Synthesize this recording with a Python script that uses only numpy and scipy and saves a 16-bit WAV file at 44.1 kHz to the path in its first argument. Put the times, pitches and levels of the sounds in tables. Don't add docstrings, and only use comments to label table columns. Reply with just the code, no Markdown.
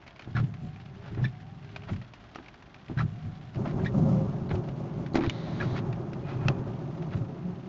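import sys
import numpy as np
from scipy import signal
from scipy.fft import rfft, irfft
from scipy.io import wavfile
from scipy.ndimage import uniform_filter1d

SR = 44100
rng = np.random.default_rng(int(sys.argv[2]) if len(sys.argv) > 2 else 0)


def log_audio(samples):
    frames = np.atleast_2d(samples).T
    limited = np.clip(frames, -1, 1)
    pcm = np.round(limited * 32767).astype(np.int16)
    wavfile.write(sys.argv[1], SR, pcm)


N = 338952
TIME = np.arange(N) / SR


SWEEP_STARTS = [.272, 2.890, 5.512]
def each_sweep(rows):
    return [(start + s, *rest) for start in SWEEP_STARTS for s, *rest in rows]


# t/s into the sweep, level/dB, rise/s, fall/s
SHUDDERS = [(.025, -32, .012, .03), (.165, -27, 0.05, 0.09), (.38, -30.5, 0.041, 0.055),
            (.855, -28, .015, .015), (.97, -26, 0.064, 0.035), (1.655, -23, 0.019, 0.042)]
# f/Hz, level/dB
SHAKE_SPECTRUM = [(30, -19.5), (70, -14), (105, 2), (150, 1.5), (200, -7.5), (300, -19.5), (420, -25.5),
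                  (900, -45.5), (2000, -58.5)]
# t/s into the sweep, level/dB
THUMPS = [(.368, -30.5), (.843, -24.5), (.9, -29), (1.642, -23)]
# f/Hz, level/dB, T60/s
COWL_MODES = [(45.4, -15.5, 0.4), (110.1, -5, 0.31), (120.66, -3, 0.48), (139.4, -5, 0.095),
              (161, -17, 0.057), (220, -17, 0.14), (311.2, -15.5, 0.19)]
def wiper_drive(run_s=1.68, shake_db=-4, thump_db=-1):
    running = [swell(s, run_s, db=-40.5, rise_s=.012, fall_s=.06) for s in SWEEP_STARTS]
    shudders = [swell(s, 0, db, rise_s, fall_s) for s, db, rise_s, fall_s in each_sweep(SHUDDERS)]
    out = undb(shake_db) * power_sum(running + shudders) * steady(noise(SHAKE_SPECTRUM), .05)
    for s, db in each_sweep(THUMPS):
        add(out, s, undb(db + thump_db) * ring(COWL_MODES, TIME[:SR // 2], push_s=.0042))
    return out


# t/s, duration/s, gap between blows/s, level/dB
BOUNCES = [(.35, .09, .0257, -20.5), (1.216, .05, .032, -20), (2.97, .09, .0257, -20.5),
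           (3.836, .05, .032, -23), (5.605, .09, .0257, -29), (6.456, .05, .032, -23)]
# f/Hz, level/dB, T60/s
ARM_MODES = [(133, 0, .11), (195, -8.5, .07), (290, -16, .05)]
def wiper_bounces():
    out = np.zeros(N)
    for s, length, gap_s, db in BOUNCES:
        blow = ring(ARM_MODES, TIME[:SR // 5], push_s=.003)
        for delay in np.arange(0, length, gap_s):
            add(out, s + delay, undb(db) * blow)
    return out


# t/s, duration/s, level/dB, first f/Hz, last f/Hz, roughness (0-1), relative octave/dB
SQUEAKS = [(.350, 0.015, -40.5, 1480, 1780, .5, -26), (0.364, 0.0087, -32.5, 1610, 1380, 0.53, -31),
           (0.37, 0.0095, -36.5, 1300, 1330, 0.76, -28), (0.381, 0.011, -36.5, 1395, 1290, 0.3, -28),
           (1.2417, .012, -33.5, 1830, 1716, 0.2, -13), (1.249, 0.01, -40, 1715, 1800, 0.45, -6),
           (1.253, .008, -41, 2330, 2450, .3, -25), (2.973, 0.013, -41.5, 1510, 1620, 0.47, -26),
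           (2.985, .012, -34.5, 1436, 1815, .7, -26), (3.001, 0.015, -33.5, 1220, 1366, 0.42, -28),
           (3.846, 0.013, -44.5, 2100, 1880, 0.77, -13), (3.858, .015, -34.5, 1756, 1860, 0.3, -14),
           (5.6, 0.008, -37, 1672, 1670, .5, -18), (5.608, 0.0096, -32.5, 1410, 1630, 0.68, -24),
           (5.622, 0.011, -36.5, 1290, 1390, 0.35, -26)]
# f/Hz, level/dB
RASP_SPECTRUM = [(300, -22), (900, 0), (1300, -1), (1900, 0), (2400, 5), (2800, -17), (3200, -9),
                 (3550, -15), (4000, 0), (4500, -18.5), (5600, -15.5), (7000, -29)]
def wiper_squeaks(squeak_db=-.5, third_db=-14, rasp_db=-3.5):
    out = np.zeros(N)
    for s, length, db, first_hz, last_hz, rough, octave_db in SQUEAKS:
        n = int(length * SR)
        hz = np.linspace(first_hz, last_hz, n) * (1 + .12 * rough * walk(1100, n))
        grip = undb(5 * rough * walk(800, n))
        phase = 2 * np.pi * np.cumsum(hz) / SR
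        slip = np.sin(phase) + undb(octave_db) * (np.sin(2 * phase) + undb(third_db) * np.sin(3 * phase))
        rasp = undb(rasp_db) * rough * unit(colour(rng.standard_normal(n), RASP_SPECTRUM))
        chirp = (unit(slip * grip) + rasp) * signal.windows.tukey(n, .5)
        add(out, s, undb(db + squeak_db) * unit(chirp))
    return cabin_echoes(out)


# t/s into the sweep, duration/s, level/dB, cutoff f/Hz
SCRAPES = [(.058, .11, -45.5, 4400), (.72, 0.15, -52.5, 4000), (.875, .09, -49.5, 2000),
           (.925, .095, -51, 6000), (1.592, .065, -46, 3300), (1.645, .035, -53.5, 5000)]
def wiper_scrapes():
    return friction(each_sweep(SCRAPES))


# t/s into the sweep, duration/s, first f/Hz, last f/Hz
STROKES = [(.13, .84, 701, 826.5), (.97, .68, 721.4, 838.5)]
def wiper_motor(whine_db=-56.5, hum_db=-55, whine_at=.3, hum_at=.8, spread=.26):
    out = np.zeros(N)
    for s, length, first_hz, last_hz in each_sweep(STROKES):
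        n = int(length * SR)
        along = np.linspace(0, 1, n)
        hz = np.linspace(first_hz, last_hz, n) * (1 + .024 * walk(110, n))
        phase = 2 * np.pi * np.cumsum(hz) / SR
        whine = undb(whine_db + 2 * walk(27, n)) * np.exp(-((along - whine_at) / spread) ** 2)
        hum = undb(hum_db + 2 * walk(25, n)) * np.exp(-((along - hum_at) / spread) ** 2)
        add(out, s, (whine * np.sin(phase) + hum * np.sin(phase / 2)) * signal.windows.tukey(n, .1))
    return out


# t/s, level/dB, ring f/Hz
DROPS = [(0.0645, -43, 2070), (.077, -41, 2300), (.1072, -44, 3300), (0.161, -46, 2260),
         (0.1934, -37.5, 2500), (.2094, -44, 1210), (0.2213, -42, 1800), (.245, -44, 3600),
         (.4409, -43, 1210), (0.539, -41, 1990), (0.7604, -43, 2410), (0.7993, -41.5, 1590),
         (0.8589, -44.5, 2430), (1.147, -43, 1850), (1.4022, -50, 1790), (1.6448, -45.5, 2020),
         (1.6898, -43, 1550), (1.761, -33, 2500), (1.8204, -41.5, 2790), (1.835, -42, 2400),
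         (1.933, -39, 1900), (1.962, -43.5, 1860), (2.015, -41.5, 1910), (2.0215, -43, 2400),
         (2.0464, -51, 2630), (2.1357, -39, 1500), (2.2394, -45.5, 1360), (2.348, -41, 3900),
         (2.3585, -44, 5600), (2.4433, -49, 2540), (2.46, -44.5, 2600), (2.4834, -41, 2260),
         (2.5415, -43.5, 1640), (2.6236, -41, 1770), (2.743, -40.5, 2350), (2.8825, -40.5, 2540),
         (3.5455, -43, 1400), (3.5567, -40, 2900), (3.6575, -41, 3200), (3.6763, -37.5, 2170),
         (3.71, -42, 2200), (4.4922, -41, 4200), (4.554, -40, 3050), (4.6872, -40.5, 2600),
         (5.0621, -38, 1825), (5.7646, -37, 2400), (5.7745, -36, 2000), (5.789, -39, 3600),
         (5.9264, -37, 2430), (6.1321, -39, 1540), (7.0227, -39.5, 2270)]
# f/Hz, level/dB
DROP_SPECTRUM = [(30, -40.5), (150, 0), (400, 0), (680, 8), (1000, 4), (1700, 1), (2400, 3.5), (3500, -4.5),
                 (5200, -10), (7000, -21), (9000, -46.5)]
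def raindrops(drop_db=1.2, ring_db=-9, ring_t60=.024, spot_db=3):
    out, t = np.zeros(N), TIME[:SR // 8]
    for s, db, hz in DROPS:
        spot = [(f, level + spot_db * np.exp(-(2 * np.log2(f / hz)) ** 2)) for f, level in DROP_SPECTRUM]
        contact = impact(t, hit_t60=.022, tail_t60=.09, tail_db=-7) * (1 - np.exp(-t / .0005))
        crack = peak(colour(contact, spot))
        tone = undb(ring_db) * fade(t, ring_t60) * np.sin(2 * np.pi * hz * t)
        add(out, s, undb(db + drop_db) * (crack + tone))
    return out


# t/s, rumble level/dB, roar level/dB, rise/s, fall/s
ROLLS = [(3.6, -30.5, -38.5, 0.034, 0.35), (3.8, -32.5, -40.5, 0.062, 0.16),
         (3.989, -19.5, -34.5, 0.046, 0.2), (4.15, -23, -36.5, 0.085, .1),
         (4.55, -26.5, -37.5, 0.035, 0.046), (4.69, -28, -49, .012, 0.021), (4.805, -27, -51, 0.017, 0.02),
         (5.0, -30.5, -43, .04, 0.047), (5.75, -35, -39, 0.32, 0.3), (6.49, -33.5, -38, 0.084, .16),
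         (7.22, -34, -43.5, 0.022, .03), (7.48, -38, -47, 0.035, 0.033)]
# f/Hz, level/dB
RUMBLE_SPECTRUM = [(20, -42.5), (48, -10), (72, -18), (100, -5.5), (145, 3.5), (185, -3), (225, -6),
                   (270, -12), (330, -22.5), (600, -65)]
ROAR_SPECTRUM = [(130, -24), (260, -3), (360, 6.5), (440, -0.5), (540, -6), (700, -7), (900, -12),
                 (1300, -17), (1900, -35.5), (3500, -51.5), (6500, -43), (8000, -62.5)]
def storm(storm_db=-1, grain_db=1.67, cabin_hz=530, cabin_q=30, drone_db=-20):
    bed = swell(3.585, hold_s=3.16, db=0, rise_s=.028, fall_s=1.7)
    rolls = [(swell(s, 0, 0, rise, fall), low_db, high_db) for s, low_db, high_db, rise, fall in ROLLS]
    low_gain = power_sum([undb(-35.5) * bed] + [undb(db) * roll for roll, db, _ in rolls])
    high_gain = power_sum([undb(-41.5) * bed] + [undb(db) * roll for roll, _, db in rolls])
    rumble = low_gain * steady(noise(RUMBLE_SPECTRUM), .065)
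    grains = rng.standard_normal(N) * undb(grain_db * walk(90))
    roar = high_gain * steady(unit(colour(grains, ROAR_SPECTRUM)), .22)
    resonance = signal.lfilter(*signal.iirpeak(cabin_hz, cabin_q, fs=SR), grains)
    drone = low_gain * steady(unit(resonance), .22)
    return undb(storm_db) * (rumble + roar) + undb(drone_db) * drone


# t/s, duration/s, level/dB, f/Hz
DRONES = [(3.72, 0.15, -41.5, 380), (3.95, 0.33, -42, 528), (4.53, .1, -40, 365.5),
          (6.94, .13, -42.5, 362.7), (6.99, .11, -37, 165.4), (7.41, .15, -36.5, 175.2)]
def cabin_drones(waver_db=2):
    out = np.zeros(N)
    for s, length, db, hz in DRONES:
        n = int(length * SR)
        phase = 2 * np.pi * np.cumsum(hz * (1 + .015 * walk(40, n))) / SR
        envelope = undb(waver_db * walk(45, n)) * signal.windows.tukey(n, .7)
        add(out, s, undb(db) * unit(np.sin(phase) * envelope))
    return out


# t/s, level/dB, relative
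# clack/dB, cutoff f/Hz
KNOCKS = [(0.275, -32.5, -27, 6000), (1.174, -29, -16, 2000), (1.893, -33, 1.5, 2400),
          (2.357, -39, 3, 6500), (2.3845, -35, -3, 2400), (2.898, -28, -29, 6000), (2.914, -31, -12, 2500),
          (3.66, -29, -5, 1100), (4.511, -25, 2, 1800), (5.1445, -17, -13, 6500), (5.154, -23.5, 3.5, 6500),
          (5.1571, -15, -9, 6000), (5.171, -23.5, -4, 5000), (5.1847, -14, -19, 2500),
          (5.2104, -19, -15, 2200), (5.237, -24, -8, 3000), (5.243, -23.5, -8, 4000),
          (5.251, -24, -8, 3000), (5.264, -27, -12, 2500), (6.484, -35, 9, 1400), (6.5, -26.5, -2, 1300),
          (7.133, -41, -1, 6000)]
# f/Hz, level/dB, T60/s
TRIM_MODES = [(205, -6.5, 0.056), (262.7, -1.5, 0.18), (320, 4, 0.066), (710, -6, 0.012)]
# f/Hz, level/dB
CLACK_SPECTRUM = [(250, 1), (700, 6), (1000, 0), (1400, 1), (2300, -5.5), (4000, -10), (7000, -19),
                  (9000, -60.5)]
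def knocks(thud_db=-11):
    out, t = np.zeros(N), TIME[:SR // 5]
    for s, db, clack_db, cutoff_hz in KNOCKS:
        contact = lowpass(impact(t, hit_t60=.016, tail_t60=.096, tail_db=-5), cutoff_hz)
        clack = peak(colour(contact, CLACK_SPECTRUM))
        thud = peak(colour(rng.standard_normal(len(t)) * fade(t, .16), ROAR_SPECTRUM))
        body = ring(TRIM_MODES, t, push_s=.00033)
        add(out, s, undb(db) * (body + undb(clack_db) * clack + undb(thud_db) * thud))
    return out


# t/s, level/dB
BUMPS = [(3.57, -25), (4.425, -26), (5.275, -17), (5.728, -22), (6.595, -25), (7.21, -28)]
def bumps():
    out, t = np.zeros(N), TIME[:SR // 5]
    for s, db in BUMPS:
        add(out, s, undb(db) * peak(ring(COWL_MODES, t, push_s=.0017) * fade(t, .11)))
    return out


# t/s,
# level/dB, f/Hz, T60/s, relative low modes/dB
TICKS = [(1.7612, -33, 2400, .03, 2), (2.3575, -28, 1250, .022, 4), (2.3875, -37, 1600, .014, 0),
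         (5.1358, -41, 4000, .03, -15), (5.1545, -25, 1900, .014, -3), (5.1665, -30, 1890, .012, -4),
         (5.173, -30, 2100, 0.01, -2), (5.1901, -32, 2200, .016, 2), (5.2085, -34, 2300, .02, -2),
         (5.222, -35, 2200, .02, -2), (5.2365, -27.5, 1690, 0.014, 5), (5.2435, -30, 1820, .012, 1),
         (5.257, -33, 1700, .012, 0), (5.2634, -28, 2350, 0.0095, -2), (5.2962, -24.5, 2140, 0.016, -13),
         (5.2965, -23.5, 2940, 0.025, -10), (5.2982, -31.5, 3600, 0.051, -10),
         (5.304, -32.5, 2300, 0.02, -4), (6.4835, -13.5, 2650, .008, 6), (6.485, -17, 2570, .014, -1)]
# frequency ratio, level/dB, T60 ratio
TICK_MODES = [(.33, -8, 1), (.5, -2.5, 0.45), (.64, -1, 0.79), (1, 2.5, 0.97), (1.12, 6.5, 0.26),
              (1.65, -5.5, .45), (1.95, -7.5, 0.42), (2.25, -4.5, 0.28)]
def ticks(scatter_db=-11):
    out, t = np.zeros(N), TIME[:SR // 10]
    for s, db, hz, t60, hollow_db in TICKS:
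        modes = np.zeros(len(t))
        for k, (ratio, mode_db, share) in enumerate(TICK_MODES):
            gain = (-1) ** k * undb(mode_db + hollow_db * (ratio < 1))
            modes += gain * fade(t, t60 * share) * np.sin(2 * np.pi * hz * ratio * t)
        body = peak(modes * (1 - np.exp(-t / .00037)))
        scatter = peak(colour(impact(t, hit_t60=.014, tail_t60=.08, tail_db=-7), DROP_SPECTRUM))
        add(out, s, undb(db) * (body + undb(scatter_db) * scatter))
    return out


# t/s, duration/s, level/dB, cutoff f/Hz
RUSTLES = [(3.641, 0.047, -41, 1300), (4.497, 0.032, -46, 1800), (5.135, 0.056, -43.5, 6500),
           (5.15, .04, -40, 4500), (5.18, .115, -44.5, 3500), (5.739, 0.071, -43.5, 4000),
           (6.227, .17, -51, 4000)]
def rustles():
    return friction(RUSTLES)


# t/s, level/dB, rise/s, fall/s
GUSTS = [(4.12, -54, .2, .15), (5.75, -50, .3, .3), (6.5, -49, .25, .3)]
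# f/Hz, level/dB
WASH_SPECTRUM = [(350, -30), (640, 0), (850, 0), (1250, -4), (1700, -14), (3000, -30), (8000, -55)]
def gusts():
    gain = power_sum([swell(s, 0, db, rise_s, fall_s) for s, db, rise_s, fall_s in GUSTS])
    return gain * undb(1.5 * walk(60)) * noise(WASH_SPECTRUM)


# f/Hz, level/dB
HISS_SPECTRUM = [(600, -2), (1000, -1.5), (2000, 3), (2600, -6), (3900, 1.5), (5200, -12), (6500, -15.5),
                 (8000, -45)]
def hiss():
    return swell(5.26, hold_s=.53, db=-52, rise_s=.027, fall_s=.015) * noise(HISS_SPECTRUM)


# f/Hz, level/dB
SING_SPECTRUM = [(1800, -60), (2340, -16), (2470, 0), (2600, -16), (3300, -60)]
def blade_song():
    gain = swell(6.26, hold_s=.29, db=-64, rise_s=.025, fall_s=.025)
    flutter = undb(4 * walk(35))
    return gain * flutter * steady(noise(SING_SPECTRUM), .02)


# f/Hz, level/dB
PATTER_SPECTRUM = [(30, -40), (150, -13.5), (400, -8), (700, 0.5), (1100, -2), (1700, -2), (2400, -0.5),
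                   (3400, -6.5), (5200, -14.5), (7000, -25.5), (9000, -38.5)]
def patter(patter_db=-61.8, patches=12, drops_per_s=300, size_db=2.2, patch_db=2.5):
    out, t = np.zeros(N), TIME[:SR // 8]
    for _ in range(patches):
        arrivals = rng.random(N) < drops_per_s / patches / SR
        sizes = undb(size_db * np.minimum(rng.exponential(size=N), 4))
        contact = impact(t, hit_t60=.008, tail_t60=.09, tail_db=-5)
        patch = [(hz, db + patch_db * rng.standard_normal()) for hz, db in PATTER_SPECTRUM]
        out += signal.fftconvolve(arrivals * sizes, unit(colour(contact, patch)))[:N]
    return undb(patter_db) * unit(out)


# f/Hz, level/dB
WEATHER_SPECTRUM = [(20, -12), (48, 9), (75, 7.5), (130, 11.5), (220, 5), (400, 0.5), (520, -3), (660, 0),
                    (1000, -5.5), (1600, -7), (2400, -20.5), (3500, -19.5), (5000, -30), (6200, -29),
                    (7600, -48.5)]
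def far_weather(level_db=-53):
    return undb(level_db + walk(13)) * noise(WEATHER_SPECTRUM)


def friction(rows):
    out = np.zeros(N)
    for s, length, db, cutoff_hz in rows:
        n = int(length * SR)
        grip = undb(2.5 * walk(350, n))
        rub = lowpass(colour(rng.standard_normal(n) * grip, CLACK_SPECTRUM), cutoff_hz)
        add(out, s, undb(db) * unit(rub * np.hanning(n)))
    return out


def ring(modes, t, push_s):
    chance = rng.standard_normal((len(modes), 2))
    y = sum(undb(db + 2 * louder) * fade(t, t60) * np.sin(2 * np.pi * hz * (1 + .034 * sharper) * t)
            for (hz, db, t60), (louder, sharper) in zip(modes, chance))
    return peak(y * (1 - np.exp(-t / push_s)))


def impact(t, hit_t60, tail_t60, tail_db):
    return rng.standard_normal(len(t)) * (fade(t, hit_t60) + undb(tail_db) * fade(t, tail_t60))


def cabin_echoes(x, wet_db=-9, t60=.085):
    t = TIME[:SR // 8]
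    echoes = rng.standard_normal(len(t)) * fade(t, t60) * (t > .003)
    return x + undb(wet_db) * signal.fftconvolve(x, echoes / np.linalg.norm(echoes))[:len(x)]


def colour(x, points, size=4096):
    hz, db = np.transpose(points)
    bins = np.maximum(np.arange(size // 2 + 1) * SR / size, 1)
    gain = undb(np.interp(np.log(bins), np.log(hz), db))
    cepstrum = irfft(np.log(gain))
    cepstrum[1:size // 2] *= 2
    cepstrum[size // 2 + 1:] = 0
    return signal.fftconvolve(x, irfft(np.exp(rfft(cepstrum))))[:len(x)]


def lowpass(x, hz):
    return signal.lfilter(*signal.butter(2, hz, fs=SR), x)


def noise(points):
    return unit(colour(rng.standard_normal(N), points))


def walk(rate_hz, size=N):
    k = max(int(SR / rate_hz), 1)
    held = np.repeat(rng.standard_normal(size // k + 2), k)
    return unit(uniform_filter1d(uniform_filter1d(held, k), k))[:size]


def steady(x, span_s):
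    return x / np.sqrt(uniform_filter1d(x ** 2, int(span_s * SR)) + 1e-9)


def swell(s, hold_s, db, rise_s, fall_s):
    early, late = np.maximum(s - TIME, 0), np.maximum(TIME - s - hold_s, 0)
    return undb(db) * np.exp(-(early / rise_s) ** 2 - late / fall_s)


def power_sum(gains):
    return np.sqrt(sum(g ** 2 for g in gains))


def fade(t, t60):
    return np.exp(-np.log(1000) * t / t60)


def undb(db):
    return 10 ** (np.asarray(db) / 20)


def unit(x):
    return x / np.sqrt(np.mean(x ** 2))


def peak(x):
    return x / np.abs(x).max()


def add(out, s, x):
    i = max(int(s * SR), 0)
    out[i:i + len(x)] += x[:max(N - i, 0)]


def scene():
    wipers = wiper_motor() + wiper_drive() + wiper_bounces() + wiper_squeaks() + wiper_scrapes()
    rain = raindrops() + patter() + gusts()
    knocking = ticks() + knocks() + bumps() + rustles()
    rumble = storm() + cabin_drones()
    background = far_weather() + hiss() + blade_song()
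    return (wipers + rain + knocking + rumble + background)[None]


def record(dry, notch_hz=484, notch_q=8, notch_depth=.87, top_hz=7300):
    notched = signal.lfilter(*signal.iirnotch(notch_hz, notch_q, fs=SR), dry)
    dipped = dry + notch_depth * (notched - dry)
    return signal.sosfilt(signal.ellip(8, .2, 70, top_hz, fs=SR, output="sos"), dipped)


dry = scene()
out = record(dry)
log_audio(out)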